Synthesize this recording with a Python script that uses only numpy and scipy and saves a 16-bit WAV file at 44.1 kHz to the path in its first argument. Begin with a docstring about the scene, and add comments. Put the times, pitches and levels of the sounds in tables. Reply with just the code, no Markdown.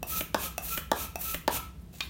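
"""A two-way hand pump fills a long balloon in three quick push-pull cycles, in a small room with block walls.
Each push opens with a valve tick, hisses as two bands of noise shaped by hand speed, and ends in a clack.
Each pull opens with a hollow valve pop and hisses again; a wavering tone whistles faintly at full flow.
At last noise wisps and rubs as the balloon's neck is worked off the nozzle, and it snaps free.
The knocks are noise bursts with dying sines; echoes and a diffuse tail lie over low rumble and hum."""
import sys
import numpy as np
from scipy import signal
from scipy.fft import rfft, irfft, next_fast_len
from scipy.io import wavfile
from scipy.ndimage import map_coordinates

SR = 44100
rng = np.random.default_rng(int(sys.argv[2]) if len(sys.argv) > 2 else 0)


def bounce(signal):
    """Save signal as a 16-bit WAV file at the path given by the first command-line argument."""
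    frames = np.transpose(np.atleast_2d(signal))
    limited = np.clip(frames, -1, 1)
    pcm = np.round(limited * 32767).astype(np.int16)
    wavfile.write(sys.argv[1], SR, pcm)


N = 92301  # samples, about 2.1 s


def amp(db):
    """Decibels to a linear factor."""
    return 10 ** (np.asarray(db) / 20)


def unit(x):
    """Scale a signal to rms 1."""
    return x / np.sqrt(np.mean(x ** 2) + 1e-20)


def along(points, hz):
    """Read (f/Hz, value) points on a log frequency axis."""
    f, v = np.transpose(points)
    return np.interp(np.log(hz + 1), np.log(f + 1), v)


def clock():
    """The time of every sample in seconds."""
    return np.arange(N) / SR


def wobble(rate):
    """A smooth random curve with rate knots a second."""
    knots = rng.standard_normal(4096)
    return map_coordinates(knots, [clock() * rate], mode="wrap")


def filtered(x, response):
    """Multiply the spectrum of x by a complex response of frequency."""
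    m = next_fast_len(N + SR // 2)
    hz = np.fft.rfftfreq(m, 1 / SR)
    return irfft(rfft(x, m) * response(hz), m)[:N]


def noise(spectrum):
    """Coloured noise of rms 1."""
    return unit(filtered(rng.standard_normal(N), lambda hz: amp(along(spectrum, hz))))


def pulse(spectrum, size=2048):
    """The minimum-phase pulse with this spectrum, scaled to energy 1."""
    hz = np.fft.rfftfreq(size, 1 / SR)
    cepstrum = irfft(np.log(amp(along(spectrum, hz))))
    # folding the cepstrum onto positive time packs the energy at the onset
    cepstrum[1:size // 2] *= 2
    cepstrum[size // 2 + 1:] = 0
    h = irfft(np.exp(rfft(cepstrum)))
    return h / np.linalg.norm(h)


def add(out, s, x):
    """Mix x into out from time s in seconds."""
    i = max(round(s * SR), 0)
    out[i:i + len(x)] += x[:len(out[i:])]


def crack(spectrum, t60):
    """A short burst of contact noise: faded, whitened, faded again and then coloured."""
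    t = np.arange(8192) / SR
    fade = amp(-60 * t / t60)
    phases = np.angle(rfft(rng.standard_normal(len(t)) * fade))
    burst = irfft(np.exp(1j * phases)) * np.sqrt(fade)
    burst = burst / np.linalg.norm(burst)
    return signal.fftconvolve(burst, pulse(spectrum))[:len(t)]


def ring(modes):
    """The dying tones of a struck body: one decaying sine for each mode, cut at an eighth of a second."""
    t = np.arange(SR // 8) / SR
    return sum(amp(db - 60 * t / t60) * np.sin(2 * np.pi * hz * t) for hz, db, t60 in modes)


def strokes(rows, power):
    """Loudness as a power of hand speed, which rises and falls as a sine arch."""
    loudness = np.zeros(N)
    for start, fastest, end, db in rows:
        travel = np.interp(clock(), [start, fastest, end], [0, 1, 0])
        loudness += amp(db) * np.sin(np.pi / 2 * travel) ** power
    return loudness


def air(rows, body, jet, body_power, jet_power, body_db, jet_db, flutter_db):
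    """A broad rush in the barrel and a thin valve jet follow hand speed by their own powers and flutter."""
    rush = amp(body_db) * strokes(rows, body_power) * noise(body)
    hiss = amp(jet_db) * strokes(rows, jet_power) * noise(jet)
    return (rush + hiss) * amp(flutter_db * wobble(100))


def push_air():
    """The valve's thin jet hisses almost at once; the broad rush in the barrel needs more speed."""
    # push strokes: start t/s, fastest t/s, end t/s, level/dB before the layer trims
    pushes = [(.068, .15, 0.23, -38), (.618, .73, 0.803, -40.5), (1.188, 1.295, 1.36, -39.5)]
    # colour of the rush in the barrel: f/Hz, relative level/dB per Hz
    barrel_rush = [(150, 10.5), (600, 1.5), (1000, -4), (2000, -12), (2520, 16), (2850, 6.5), (4000, 9),
                   (5000, -1.5), (6200, 12.5), (8000, -6), (10300, -14), (16000, -1)]
    # colour of the valve jet: f/Hz, relative level/dB per Hz
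    valve_jet = [(5000, -18.5), (10500, -10.5), (12500, -7), (14500, -2), (16000, -7.5)]
    return air(pushes, barrel_rush, valve_jet, body_power=1.6, jet_power=0.32,
               body_db=-2.5, jet_db=6, flutter_db=1.5)


def pull_air():
    """Drawn air rushes in the barrel, and its jet swells a little later with hand speed."""
    # pull strokes: start t/s, fastest t/s, end t/s, level/dB before the layer trims
    pulls = [(.365, .44, 0.5, -39), (.94, 1.01, 1.082, -40.5), (1.495, 1.565, 1.589, -36)]
    # colour of the rush in the barrel: f/Hz, relative level/dB per Hz
    barrel_rush = [(150, 5.5), (600, 3), (1000, 0), (2000, -6), (2520, 8.5), (2900, 2.5), (4000, 3.5),
                   (5000, -3), (6200, 4), (7500, 0.5), (10000, 4.5), (11200, -10), (16000, -3.5)]
    # colour of the valve jet: f/Hz, relative level/dB per Hz
    valve_jet = [(5000, -51), (11000, -10), (12600, 1), (13400, -9), (14600, 0.5), (16000, -10)]
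    return air(pulls, barrel_rush, valve_jet, body_power=1.15, jet_power=1.4,
               body_db=2.0, jet_db=2.5, flutter_db=0.5)


def whistle():
    """A wavering tone at the nozzle; turbulence smears part of it into a narrow band of noise."""
    # whistles: loudest t/s, half length t/s, centre f/Hz, level at the loudest/dB, airy share (0-1)
    whistles = [(0.164, 0.059, 1294, -45, 0.66), (0.46, 0.027, 1297, -44, 0.6),
                (0.737, 0.037, 1331, -39.5, 0.14), (1.018, 0.031, 1304, -46, .8),
                (1.296, 0.044, 1319, -44, 0.16), (1.574, 0.053, 1310, -46, 0.43)]
    waver_hz, eddy_rate = 13, 130  # pitch scatter in Hz, random knots a second
    out = np.zeros(N)
    for s, half, hz, db, airy in whistles:
        flow = np.exp(-((clock() - s) / half) ** 2)
        phase = 2 * np.pi * np.cumsum(hz + waver_hz * wobble(eddy_rate)) / SR
        tone = np.sqrt(2) * np.sin(phase)
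        eddies = wobble(eddy_rate) * np.sin(phase) + wobble(eddy_rate) * np.cos(phase)
        out += amp(db) * flow * (np.sqrt(1 - airy) * tone + np.sqrt(airy) * eddies)
    return out


def pops():
    """The valve flap slaps shut, a puff of suction follows and the barrel rings hollowly."""
    # pops that open the pulls: t/s, level/dB before the layer trims
    openings = [(0.345, -1), (0.9159, 0.5), (1.4783, 0)]
    # colour of the flap's slap: f/Hz, relative level/dB
    flap_slap = [(500, -23), (2000, -4), (3800, 2.5), (6000, -2), (9500, -9.5), (13000, -9.5),
                 (16000, -5.5)]
    # colour of the suction puff: f/Hz, relative level/dB
    suction_puff = [(60, -47), (160, 0), (320, -2.5), (600, 3.5), (900, 2), (1200, -5.5), (1700, -5.5),
                    (2200, -23), (5000, -37), (16000, -67)]
    # modes of the air column in the barrel: f/Hz, level/dB relative to the pop, t60/s
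    air_column = [(887.4, -33, 0.068), (1678, -39, 0.038)]
    # colour of the barrel's diffuse ring: f/Hz, relative level/dB
    barrel_ring = [(100, -45), (650, -19.5), (1000, -0.5), (1700, -11), (2400, -33), (8000, -51)]
    lag_s = 0.001232  # the air moves just after the flap
    out = np.zeros(N)
    for s, db in openings:
        add(out, s, amp(db - 3.5) * crack(flap_slap, t60=0.0055))
        # suction pulls the pressure negative
        add(out, s + lag_s, -amp(db + 2.5) * pulse(suction_puff))
        add(out, s + lag_s, -amp(db) * ring(air_column))
        add(out, s + lag_s, amp(db - 9) * crack(barrel_ring, t60=0.14))
    return out


def knocks(rows, modes, spectrum, crack_db, crack_t60):
    """Each contact cracks and rings the struck body briefly."""
    out = np.zeros(N)
    for s, db in rows:
        add(out, s, amp(db) * ring(modes))
        add(out, s, amp(db + crack_db) * crack(spectrum, crack_t60))
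    return out


def clacks():
    """The plunger hits its stop: a hard crack over the plastic's short, partly low tones."""
    # stop hits: t/s, level/dB before the layer trims
    stops = [(.2083, -5.5), (.7763, -6), (1.3447, -5)]
    # plastic modes: f/Hz, level/dB relative to the hit, t60/s
    plastic = [(165.6, -32, 0.17), (616, -28, 0.03), (1506, -44.5, 0.026), (2477, -18.5, 0.012),
               (3030, -30, 0.023)]
    # colour of the contact: f/Hz, relative level/dB
    contact = [(300, 0), (900, -11), (2000, -3), (3300, -3.5), (4500, -20), (7000, -11), (16000, -24)]
    return knocks(stops, plastic, contact, crack_db=-1, crack_t60=0.015)


def ticks():
    """Three valve ticks open the pushes, and a faint one comes before the snap: cracks with light tones."""
    # ticks: t/s, level/dB before the layer trims
    contacts = [(.0293, -9), (.5802, -4.5), (1.1572, -8.5), (1.9405, -29.5)]
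    # plastic modes: f/Hz, level/dB relative to the tick, t60/s
    plastic = [(703, -16.5, 0.024), (2630, -24.5, 0.043), (5800, -27.5, 0.027)]
    # colour of the contact: f/Hz, relative level/dB
    contact_colour = [(100, -6), (850, 8), (1400, 2.5), (4400, -2), (6000, -2.5), (15000, 2)]
    return knocks(contacts, plastic, contact_colour, crack_db=-1, crack_t60=0.018)


def leak():
    """Air slips past the neck as wisps of high noise."""
    # wisps: start t/s, fastest t/s, end t/s, level/dB
    wisps = [(1.8, 1.82, 1.84, -64), (2.0, 2.048, 2.08, -53)]
    # colour of the escaping air: f/Hz, relative level/dB per Hz
    wisp_colour = [(5000, -55), (9000, -4), (12000, -1), (16000, -4)]
    return strokes(wisps, power=2.0) * noise(wisp_colour)


def rubbing():
    """Fingers and rubber rub on the nozzle; sticking and slipping flutters the noise."""
    # rubs: start t/s, fastest t/s, end t/s, level/dB before the flutter
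    rubs = [(1.92, 1.965, 2.11, -51.5)]
    # colour of the friction: f/Hz, relative level/dB per Hz
    friction = [(300, -19), (700, -12), (1500, -7), (3800, 0.5), (5000, -5), (7000, 1.5), (10000, -5),
                (16000, 2)]
    stick_slip = amp(2.5 * wobble(200))
    return strokes(rubs, power=0.91) * noise(friction) * stick_slip


def snap():
    """The neck snaps off the nozzle: a crack with three brief high tones."""
    # snaps: t/s, level/dB before the layer trims
    releases = [(2.0061, -4.5)]
    # modes: f/Hz, level/dB relative to the snap, t60/s
    snap_tones = [(2440, -19.5, 0.035), (3100, -31, 0.025), (3710, -21.5, 0.049)]
    # colour of the contact: f/Hz, relative level/dB
    contact = [(400, -43), (700, -8), (1100, -3.5), (1900, -10), (2500, 2), (4200, 1.5), (5500, -5.5),
               (11000, -24), (16000, -17)]
    return knocks(releases, snap_tones, contact, crack_db=0.5, crack_t60=0.024)


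def walls(x):
    """Hard surfaces close by return delayed, duller copies of the sound."""
    # early echoes: delay t/s, level/dB before the wall colour
    echoes = [(.00338, -1.6), (.0172, -15)]
    # colour of the wall reflection: f/Hz, level/dB
    wall_colour = [(1000, 0), (4000, -4.5), (8000, -9)]

    def reflection(hz):
        delays = sum(amp(db) * np.exp(-2j * np.pi * hz * s) for s, db in echoes)
        return amp(along(wall_colour, hz)) * delays

    return x + filtered(x, reflection)


def room(x, build_s):
    """The short diffuse tail, decaying noise that crossfades to a new response as the pump moves."""
    # decay time of the tail: f/Hz, t60/s
    decay = [(150, .35), (1000, .39), (3000, .42), (8000, .32), (15000, .25)]
    # colour of the tail: f/Hz, level/dB
    tail_colour = [(300, -4), (650, -10), (1050, -2), (2500, -6), (8000, -8), (15000, -5)]
    shift_s = .14  # the moving pump meets a new room response this often
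    wet = np.zeros(N)
    for s in np.arange(0, N / SR + shift_s, shift_s):
        hz, t, z = signal.stft(rng.standard_normal(SR // 2), SR, nperseg=256)
        fade = amp(-60 * t / along(decay, hz)[:, None])
        tail = signal.istft(z * fade, SR, nperseg=256)[1]
        # the tail swells in before it decays
        tail = tail * (1 - np.exp(-(np.arange(len(tail)) / SR / build_s) ** 2))
        share = np.sqrt(np.clip(1 - np.abs(clock() - s) / shift_s, 0, 1))
        wet += signal.fftconvolve(x * share, tail / np.linalg.norm(tail))[:N]
    return filtered(wet, lambda hz: amp(along(tail_colour, hz)))


def background():
    """Ventilation rumble as steady coloured noise, and a low hum as one sine."""
    # colour of the rumble: f/Hz, relative level/dB per Hz
    rumble_colour = [(25, -36), (55, 3), (75, -1), (125, -18), (160, -5), (200, -15.5), (300, -20.5),
                     (600, -31.5), (1200, -38.5), (8000, -48)]
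    rumble_db, hum_db, hum_hz = -46, -58, 59.5  # rms levels in dB, pitch in Hz
    hum = np.sqrt(2) * np.sin(2 * np.pi * hum_hz * clock())
    return amp(rumble_db) * noise(rumble_colour) + amp(hum_db) * hum


def scene():
    """Air, rubber and knocks feed the diffuse room; pops, clacks and snap also echo off the walls."""
    flow = push_air() + pull_air() + whistle() + rubbing() + leak()
    light_ticks = ticks()
    hits = pops() + clacks() + snap()
    flow_tail = amp(-1.0) * room(flow, build_s=0.011)
    knock_tail = amp(-0.5) * room(hits + light_ticks, build_s=0.0041)
    direct = flow + light_ticks + walls(hits)
    return (direct + flow_tail + knock_tail + background())[None]


def record(dry):
    """Nothing is kept above the band limit."""
    top_hz = 15850
    return filtered(dry[0], lambda hz: hz < top_hz)[None]


dry = scene()
out = record(dry)
bounce(out)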